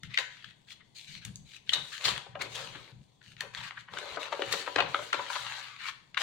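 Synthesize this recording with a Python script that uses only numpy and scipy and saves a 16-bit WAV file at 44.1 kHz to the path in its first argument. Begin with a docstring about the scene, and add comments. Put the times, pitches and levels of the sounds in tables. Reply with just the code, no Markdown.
"""A foil-backed paper card snaps and crackles as two hands slide it into a paper frame, close by.
It snaps where it buckles, and crackles as its fibres catch and slip on the frame and fingers.
The hands lean on the craft table, which booms softly. A small, hard room answers every snap,
over quiet air and a faint whine."""
import sys
import numpy as np
from scipy import signal
from scipy.fft import rfft, irfft
from scipy.io import wavfile
from scipy.ndimage import uniform_filter1d, minimum_filter1d

SR = 44100
rng = np.random.default_rng(int(sys.argv[2]) if len(sys.argv) > 2 else 0)


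def to_wav(sig):
    """Store sig (one row per channel, or 1-D mono) as 16-bit WAV at the path in sys.argv[1].

    Samples outside -1..1 are clipped; the rate is SR.
    """
    pcm = np.clip(np.atleast_2d(sig), -1, 1) * 32767
    pcm = np.round(pcm).astype(np.int16)
    wavfile.write(sys.argv[1], SR, pcm.T)  # frames by channels


N = 274346
TIME = np.arange(N) / SR

# Each time the card buckles (a larger patch has a lower lowest ring):
# time_s, level_db, crumple_s, lowest_ring_hz, strongest_ring_hz, brightness_db_per_octave
SNAPS = [(0.0341, -41.5, .0016, 1900, 1990, 0.5), (0.144, -32.5, 0.0083, 2170, 2020, -5.5),
         (0.1755, -20.5, 0.0014, 1900, 1870, -8), (0.187, -27.5, 0.0011, 2130, 3800, -2),
         (0.1904, -32, 0.0021, 2040, 2500, -14), (0.4441, -43.5, .0013, 1700, 1580, -4.5),
         (0.7045, -53, 0.0088, 2000, 3800, 5), (1.251, -40, 0.0018, 260, 2200, 16),
         (1.3583, -43, .0006, 5340, 6600, 4), (1.5655, -48, 0.0045, 1660, 2560, 3.5),
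         (1.6934, -24, 0.00078, 1950, 3180, -2), (1.735, -18, 0.0021, 1700, 3700, 5),
         (2.047, -29, 0.011, 530, 3670, 7), (2.0538, -21, 0.014, 490, 4800, 7),
         (2.0825, -23.5, 0.0026, 435, 3200, -0.5), (2.0898, -32, 0.00028, 476, 3750, 14),
         (2.1788, -36, 0.0009, 580, 3300, 4), (2.2655, -48.5, .004, 440, 850, -18),
         (2.3542, -35.5, 0.0038, 556, 750, -22), (2.413, -32.5, 0.0044, 650, 2000, -3),
         (2.42, -32.5, 0.0033, 357, 2140, 8), (2.557, -35.5, 0.006, 485, 3320, 10),
         (2.7519, -42, 0.012, 260, 1630, -8.5), (3.216, -57, 0.003, 1110, 1900, -7.5),
         (3.3672, -52.5, 0.0004, 1300, 1920, -4), (3.4075, -31.5, .0021, 1390, 1750, 6.5),
         (3.5489, -36.5, 0.00069, 1660, 1940, -3.5), (3.5762, -36.5, 0.011, 700, 3450, -1),
         (3.6054, -46, .0008, 830, 1940, -12), (3.709, -39.5, .0007, 980, 2050, -10.5),
         (3.7751, -37.5, 0.0056, 1660, 1950, -24), (3.8842, -44.5, 0.02, 875, 1930, -22),
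         (3.9371, -40, 0.00077, 377, 2060, -7.5), (3.9723, -35.5, .0033, 814, 1440, -9),
         (3.987, -36, 0.00058, 490, 2960, 5), (4.1746, -32, 0.0052, 463, 1250, -25),
         (4.2315, -37.5, 0.0086, 1710, 2730, 3), (4.327, -28, 0.0066, 510, 1090, -9.5),
         (4.394, -31, 0.001, 460, 533, -34), (4.4214, -28, 0.00068, 397, 2900, -6.5),
         (4.527, -25, 0.0049, 490, 3860, 7), (4.5374, -30.5, 0.0011, 456, 1400, -15.5),
         (4.668, -41, 0.002, 463, 1340, -13), (4.678, -31.5, 0.0032, 500, 1060, -17),
         (4.7613, -22.5, 0.0016, 322, 1140, -5.5), (4.7878, -21.5, 0.0054, 520, 726, -11),
         (4.8052, -21.5, 0.0036, 515, 2600, -9), (4.8239, -31, 0.0022, 444, 990, -7),
         (4.9461, -22.5, 0.0012, 494, 1232, -11), (4.993, -36, 0.0038, 410, 594, -17),
         (5.025, -42.5, .0045, 426, 575, -14), (5.1307, -23, 0.0025, 1120, 1380, -6.5),
         (5.143, -29.5, 0.0072, 328, 940, -3.5), (5.195, -31, 0.0068, 633, 1030, -24),
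         (5.3014, -34, 0.0028, 804, 980, -24), (5.357, -33.5, 0.0066, 720, 1060, -3),
         (5.3628, -32.5, 0.0043, 815, 1120, -27), (5.4666, -37.5, 0.0034, 900, 1550, -5),
         (6.1456, -41.5, 0.0016, 1680, 1480, -6.5), (6.172, -29.5, 0.0013, 1270, 3860, -15.5),
         (6.1762, -25.5, 0.0035, 1030, 2770, -6.5), (6.2134, -33.5, 0.0047, 1700, 2780, -14)]


def snap(level_db, crumple_s, low_hz, ring_hz, bright_db, creases_per_s=4500, pop=0.34,
         ring_db=9.5, flutter=0.79, flutter_s=0.023, damping_hz=7000):
    """Tiny creases build to a pop and die away; the patch rings and ripples cross the card."""
    size, pop_at = 4096, 256  # samples
    t, hz = np.arange(size) / SR, np.fft.rfftfreq(size, 1 / SR)
    since_pop = t - pop_at / SR
    sizes = amp(6 * np.minimum(rng.exponential(1, size), 3)) * rng.choice([-1, 1], size)
    rise_and_fall = np.exp(np.minimum(since_pop / 0.65, -since_pop) / (0.99 * crumple_s))
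    crumple = sizes * (rng.random(size) < creases_per_s / SR) * rise_and_fall
    crumple /= np.linalg.norm(crumple) + 1e-9
    crumple[pop_at] += pop * 0.0025 / crumple_s  # a short crumple is nearly all one pop
    ripples = rng.standard_normal((2, size)) * amp(-60 * t / flutter_s)
    ripples = left_and_right(*rfft(ripples / np.linalg.norm(ripples[0])), hz)
    lag_s = np.array([[0], [rng.normal(0.5, 1) * 0.00007]])  # each snap lies in a different spot
    paths = np.exp(-2j * np.pi * hz * lag_s) + flutter * ripples / np.hypot(1, hz / damping_hz)
    resonance = amp(ring_db / (1 + ((hz / ring_hz - 1) / 0.089) ** 2))
    sound = irfft(rfft(crumple) * paths * ringing(card_tone(hz, low_hz, bright_db) * resonance))
    # gives its start relative to the pop, and the sound with its level counted over 9 ms
    return since_pop[0], amp(level_db) * unit(sound) * np.sqrt(0.009 * SR / size)


def buckling():
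    """The bending card gives way, one snap at a time."""
    out = np.zeros((2, N))
    for time_s, *settings in SNAPS:
        offset_s, sound = snap(*settings)
        add(out, time_s + offset_s, sound)
    return out


def card_tone(hz, low_hz, bright_db):
    """A patch of card gives out little below its lowest ring; quick foil slips lift the treble."""
    # The card's own tone: pitch_hz, level_db
    tone = [(150, -25.5), (290, 1.5), (450, -1), (680, -6.5), (1000, -2.5), (1560, -1.5), (2000, -2.5),
            (3750, -1), (4420, -3.5), (5200, -13), (6600, -12), (8400, -19.5), (12000, -32), (14500, -33)]
    below = (low_hz / (hz + 1)) ** 2
    bass_cut = np.sqrt(1 / (1 + below ** 4) + 0.0045 / (1 + below))
    treble_octaves = np.log2(np.hypot(1, np.minimum(hz, 8000) / 2000))
    return bass_cut * amp(look_up(tone, hz) + bright_db * treble_octaves)


def hand_movement(held_db=-71.5, held_low_hz=1730, held_bright_db=8.5,
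                  creak_db=-27, creak_s=0.036, settle_s=0.0033):
    """Level, lowest ring and brightness of the rubbing over time; louder moves shape the tone more."""
    # The card rubs on frame and fingers:
    # start_s, length_s, level_db, swell_db, lowest_ring_hz, brightness_db_per_octave
    strokes = [(0.043, 0.027, -51.5, -7, 1720, -2), (0.091, 0.11, -50.5, -9, 1740, -7),
               (0.178, 0.034, -36, -8, 505, 0.5), (0.27, 0.24, -54.5, 3.5, 1660, -2.5),
               (0.666, 0.058, -53, 19, 1670, 2.5), (0.79, 0.019, -67, 31, 1720, -22),
               (0.944, 0.14, -51.5, -16, 2010, 6), (1.061, 0.12, -47.5, 2.5, 1990, 1),
               (1.209, 0.075, -52, -4, 1430, -2), (1.443, 0.12, -54.5, 8.5, 1940, 3),
               (1.718, 0.081, -39.5, -11, 490, -1), (1.805, 0.19, -49.5, 2, 434, 6.5),
               (1.916, .065, -40.5, -9, 1620, 0.5), (1.988, 0.12, -38, 17.5, 567, 2.5),
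               (2.121, 0.15, -48, -29, 527, -1.5), (2.388, 0.082, -41.5, -7, 333, -4),
               (2.484, 0.067, -48, 15, 385, 4.5), (2.552, 0.15, -41.5, -12, 460, 2),
               (2.69, 0.22, -51, -12.5, 303, 0.5), (3.218, 0.11, -58, 2, 1460, 3.5),
               (3.376, 0.036, -50.5, 10, 1410, -5.5), (3.397, 0.076, -48.5, -7.5, 450, -18),
               (3.525, 0.09, -46, 8, 830, -0.5), (3.621, 0.065, -40, -3.5, 970, -1.5),
               (3.747, 0.062, -54, 13.5, 1170, -1.5), (3.898, 0.265, -43, 4, 420, -1.5),
               (4.188, 0.094, -39.5, -5.5, 520, -2), (4.276, 0.24, -44.5, 10, 407, 0),
               (4.498, 0.12, -36.5, -2, 386, 4), (4.617, 0.14, -45.5, -4, 430, 1.5),
               (4.78, 0.096, -45.5, 3, 390, -5), (4.865, .14, -46.5, 1.5, 444, 4.5),
               (4.998, 0.18, -48.5, -16, 458, 6), (5.135, 0.16, -42.5, -3, 435, -0.5),
               (5.276, 0.16, -38, -5, 717, 2.5), (5.425, 0.18, -39.5, -3.5, 755, 0.5),
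               (5.595, 0.2, -46, -13.5, 1040, -2), (5.781, 0.11, -39, 13, 1140, -2.5),
               (6.167, 0.056, -39.5, 21, 600, 5)]
    # the foil creeps faintly even while the card is just held
    sums = np.outer([1, held_low_hz, held_bright_db], np.full(N, amp(2 * held_db)))
    for start_s, length_s, level_db, swell_db, low_hz, bright_db in strokes:
        swell = swell_db * (np.clip((TIME - start_s) / length_s, 0, 1) - 0.5)
        push = gesture(start_s, length_s, rise_s=0.19 * length_s, fade_s=0.011)
        sums += np.outer([1, low_hz, bright_db], (amp(level_db + swell) * push) ** 2)
    # the card creaks just before each snap and settles after it
    since_snap = TIME[:SR // 8] - 0.03
    creak = np.exp(np.minimum(since_snap / creak_s, -since_snap / settle_s))
    for time_s, level_db, _, low_hz, _, bright_db in SNAPS:
        power = (amp(level_db + creak_db) * creak) ** 2
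        add(sums, time_s + since_snap[0], np.outer([1, low_hz, bright_db], power))
    power, low_sum, bright_sum = sums
    return 10 * np.log10(power), low_sum / power, bright_sum / power


def rubbing(level_db, low_hz, bright_db, slips_per_s=3000, spurt_hz=45,
            crinkles_per_s=28, crinkle_db=20, hollow_db=6, wander_db=3):
    """Fibres catch and slip in spurts of fine crackle; the rubbed patch rings hollow at two pitches."""
    sizes = amp(1.5 * np.minimum(rng.exponential(1, (2, N)), 5)) * rng.choice([-1, 1], (2, N))
    slips = unit(sizes * (rng.random((2, N)) < slips_per_s / SR))
    slips += rng.standard_normal((2, N))  # hiss
    crinkles = amp(crinkle_db) * np.clip(rng.standard_normal((2, N)), -2, 2)
    slips += crinkles * (rng.random(N) < crinkles_per_s / SR)  # now and then a small crease gives way
    spurts_db = unit(filtered(rng.standard_normal(N),
                              lambda hz: hz / (spurt_hz ** 2 + hz ** 2) / (1 + hz / (10 * spurt_hz))))
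    hz, t, bands = signal.stft(unit(slips * amp(spurts_db)), SR, nperseg=512, noverlap=384)
    hz = hz[:, None]
    low_hz, bright_db = np.interp(t, TIME, low_hz), np.interp(t, TIME, bright_db)
    hollow = sum(1 / (1 + ((hz / (ratio * low_hz) - 1) / 0.035) ** 2) for ratio in (1.148, 2.0))
    # the ringing wanders as the card bends
    wander = uniform_filter1d(rng.standard_normal(bands.shape[1:]), size=3, axis=0)
    wander = unit(uniform_filter1d(wander, size=14, axis=1))
    gain = card_tone(hz, low_hz, bright_db) * amp(hollow_db * hollow + wander_db * wander)
    gain /= np.sqrt(np.mean(gain ** 2, axis=0))
    sound = signal.istft(left_and_right(*bands, hz) * gain, SR, nperseg=512, noverlap=384)[1]
    return sound[:, :N] * amp(level_db - 1.5)


def crease_ticks(rub_db, low_hz, bright_db, count=80, spread_db=1.5):
    """Small creases tick at random moments, about as loud as the rubbing is just then."""
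    out = np.zeros((2, N))
    for when, size, pitch in rng.random((count, 3)):
        at = int(when * N)
        level_db = rub_db[at] - 1 + spread_db * (2 * size - 1)
        offset_s, sound = snap(level_db, crumple_s=0.00032, low_hz=low_hz[at],
                               ring_hz=2000 * 2 ** (pitch - 0.5), bright_db=bright_db[at] - 3)
        add(out, at / SR + offset_s, sound)
    return out


def table_boom(resting_db=-69):
    """The fumbling hands shake the table top, which booms at its own low pitches."""
    # Where the table top rings: pitch_hz, width_hz, level_db
    rings = [(30, 33, -34), (63.5, 8.7, -15), (86, 48, -12), (119.5, 3.6, 6.5), (146.8, 34, -4.5),
             (196.2, 20, -9)]
    # The hands lean on the table: start_s, length_s, level_db
    leans = [(0.023, .08, -48.5), (0.445, 0.041, -59), (1.075, 0.13, -56.5), (1.243, 0.067, -45),
             (1.307, 0.14, -54.5), (1.658, 0.06, -59), (1.753, 0.076, -54), (2.04, 0.13, -49),
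             (2.278, 0.54, -56.5), (2.916, 0.095, -52.5), (3.255, 0.37, -61.5), (3.572, 0.081, -54.5),
             (3.75, 0.066, -61.5), (3.9, 0.055, -57), (4.11, 0.036, -57.5), (4.454, 0.1, -53.5),
             (4.753, 0.16, -51), (4.975, 0.051, -57), (5.168, 0.035, -59.5), (5.384, .13, -60)]

    def table_tone(hz):
        return np.sqrt(sum(amp(2 * db) / (1 + (2 * (hz - pitch_hz) / width_hz) ** 2) ** 1.39
                           for pitch_hz, width_hz, db in rings))
    boom, right_only = filtered(rng.standard_normal((2, N)), table_tone)
    boom /= np.sqrt(uniform_filter1d(boom ** 2, size=3000) + 1e-12)  # even out the loudness
    power = amp(2 * resting_db)
    for start_s, length_s, level_db in leans:
        power += (amp(level_db) * gesture(start_s, length_s, rise_s=0.018, fade_s=0.026)) ** 2
    return np.array([boom, boom + 0.95 * unit(right_only)]) * np.sqrt(power)


def hand_thuds(bass_hz=62, top_hz=150, rise_s=0.014):
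    """A hand lands softly but heavily on the frame and gives one short, deep push."""
    # Each landing: start_s, level_db
    landings = [(1.26, -60), (4.78, -52)]

    def thud_tone(hz):
        return hz ** 2 / (bass_hz ** 2 + hz ** 2) ** 2 * np.exp(-(hz / top_hz) ** 2)
    out, t = np.zeros((2, N)), TIME[:SR // 4]
    push = t / rise_s * np.exp(1 - t / rise_s)
    for start_s, level_db in landings:
        rumble = unit(filtered(rng.standard_normal(len(t)), thud_tone))
        add(out, start_s, (amp(level_db) * rumble * push)[None])
    return out


def room_echo(sound, tail_db=-9, first_echo_s=0.008, build_s=0.0018):
    """A few echoes bounce off the table and near walls, then blur into a fading tail."""
    # Time the tail takes to fall by 60 dB: pitch_hz, fade_s
    fade_times = [(150, 0.64), (500, 0.34), (1400, 0.49), (3700, 0.42), (9000, 0.43), (15000, 0.18)]
    # Tone of the tail: pitch_hz, level_db
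    wall_tone = [(150, 14), (500, 5.5), (1400, 2.5), (3700, 4.5), (7000, 1.5), (14000, 6)]
    # Pitches that standing waves in the room boost or weaken: pitch_hz, gain_db
    room_notes = [(461, 14), (553, 17.5), (729, 4), (779, 14), (988, 16), (1436, -21), (1524, 8.5)]
    hz, t, bands = signal.stft(rng.standard_normal((2, SR)), SR, nperseg=256)
    alike = (0.28 / (1 + (hz / 1500) ** 2))[:, None]  # left and right agree a little in the bass
    bands[1] = alike * bands[0] + np.sqrt(1 - alike ** 2) * bands[1]
    wash = signal.istft(bands, SR, nperseg=256)[1][:, :SR]
    wash = filtered(wash, lambda f: amp(sum(db / (1 + ((f - note_hz) / 7) ** 2)
                                            for note_hz, db in room_notes)))
    fade = amp(look_up(wall_tone, hz)[:, None] - 60 * t / look_up(fade_times, hz)[:, None])
    bands = signal.stft(wash, SR, nperseg=256)[2] * fade
    tail = signal.istft(bands, SR, nperseg=256)[1][:, :SR]
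    tail *= np.clip((TIME[:SR] - first_echo_s) / build_s, 0, 1)
    tail *= amp(tail_db) / np.linalg.norm(tail[0])
    for delay_s in np.geomspace(first_echo_s, 0.025, num=8) * rng.uniform(0.9, 1.1, size=8):
        at = int(delay_s * SR) + rng.integers(-3, 4, size=2)  # reaches left and right a little apart
        tail[[0, 1], at] += rng.choice([-1, 1]) * amp(-11) * first_echo_s / delay_s / 2
    return signal.fftconvolve(sound, tail, axes=1)[:, :N]


def room_air(air_db=-71, whine_db=-84, whine_hz=4400, whine_width_hz=60):
    """Still room air with a thin, faint whine."""
    # Tone of the quiet room: pitch_hz, level_db
    air_tone = [(20, 0), (45, -8), (105, -6), (220, 0), (550, -7), (1000, -6), (2000, -39.5), (4000, -58),
                (7000, -38.5), (14000, -59.5)]
    air = filtered(rng.standard_normal((2, N)), lambda hz: amp(look_up(air_tone, hz)))
    whine = filtered(rng.standard_normal((2, N)),
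                     lambda hz: 1 / (1 + ((hz - whine_hz) / whine_width_hz) ** 2))
    return amp(air_db) * unit(air) + amp(whine_db) * unit(whine)


def gesture(start_s, length_s, rise_s, fade_s):
    """A movement of the hand gets going, holds and dies away."""
    since = TIME - start_s
    return np.clip(since / rise_s, 0, 1) * np.exp(-np.clip((since - length_s) / fade_s, 0, 20))


def left_and_right(left, other, hz):
    """Blends two unrelated spectra into a left and right that are most alike in the bass."""
    # How alike the card sounds on both sides: pitch_hz, likeness_0_to_1
    likeness = [(100, 0.7), (1300, 0.64), (3000, 0.14), (6000, 0), (15000, 0.3)]
    alike = np.clip(look_up(likeness, hz), 0, 1)
    return np.array([left, alike * left + np.sqrt(1 - alike ** 2) * other])


def ringing(gain):
    """Turns a tone curve into the spectrum of a sound that starts sharply, then rings."""
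    log_gain = np.log(np.maximum(gain, gain.max() * 1e-5))
    phase = -signal.hilbert(np.r_[log_gain, log_gain[-2:0:-1]]).imag
    return gain * np.exp(1j * phase[:len(gain)])


def amp(db):
    """Turns decibels into a multiplier."""
    return 10 ** (np.asarray(db) / 20)


def unit(sound):
    """Scales a sound to an average (rms) level of one."""
    return sound / np.sqrt(np.mean(sound ** 2) + 1e-20)


def look_up(points, hz):
    """Reads between a table's rows along a musical (log) pitch scale."""
    pitches, values = np.transpose(points)
    return np.interp(np.log(hz + 1), np.log(pitches + 1), values)


def filtered(sound, gain):
    """Turns each frequency up or down by gain(hz)."""
    size = sound.shape[-1]
    return irfft(rfft(sound) * gain(np.fft.rfftfreq(size, 1 / SR)), size)


def add(mix, start_s, sound):
    """Mixes a sound in at the given time."""
    part = mix[:, max(round(start_s * SR), 0):][:, :sound.shape[1]]
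    part += sound[:, :part.shape[1]]


def scene():
    """Card and table in the room; the card's back sends its own version of each snap to the walls."""
    movement = hand_movement()
    crackle = rubbing(*movement) + crease_ticks(*movement)
    front, back = buckling() + crackle, buckling() + crackle
    echoes = (room_echo(front[:1]) + room_echo(back[1:])) / np.sqrt(2)
    return front + echoes + table_boom() + hand_thuds() + room_air()


def record(dry, peak_limit=0.39, top_hz=16100):
    """The microphone favours the left at most pitches, softens tall peaks and cuts the top treble."""
    # How much louder the left is than the right: pitch_hz, level_db
    balance = [(60, 9.5), (400, 5), (1300, 6.5), (4400, 8.5), (6000, 9), (8200, -4.5), (10000, -5.5),
               (12500, 6)]

    def side_gains(hz):
        ratio = amp(look_up(balance, hz))
        return np.array([ratio, np.ones_like(ratio)]) * np.sqrt(2 / (1 + ratio ** 2))
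    heard = filtered(np.pad(dry, ((0, 0), (0, SR))), side_gains)
    safe_gain = peak_limit / np.maximum(abs(heard).max(0), peak_limit)
    heard *= uniform_filter1d(minimum_filter1d(safe_gain, size=90), size=90)  # dips last a few ms
    treble_cut = signal.firwin(301, top_hz, window=("kaiser", 9), fs=SR)
    return signal.oaconvolve(heard, treble_cut[None], "same", axes=1)[:, :N]


dry = scene()
out = record(dry)
to_wav(out)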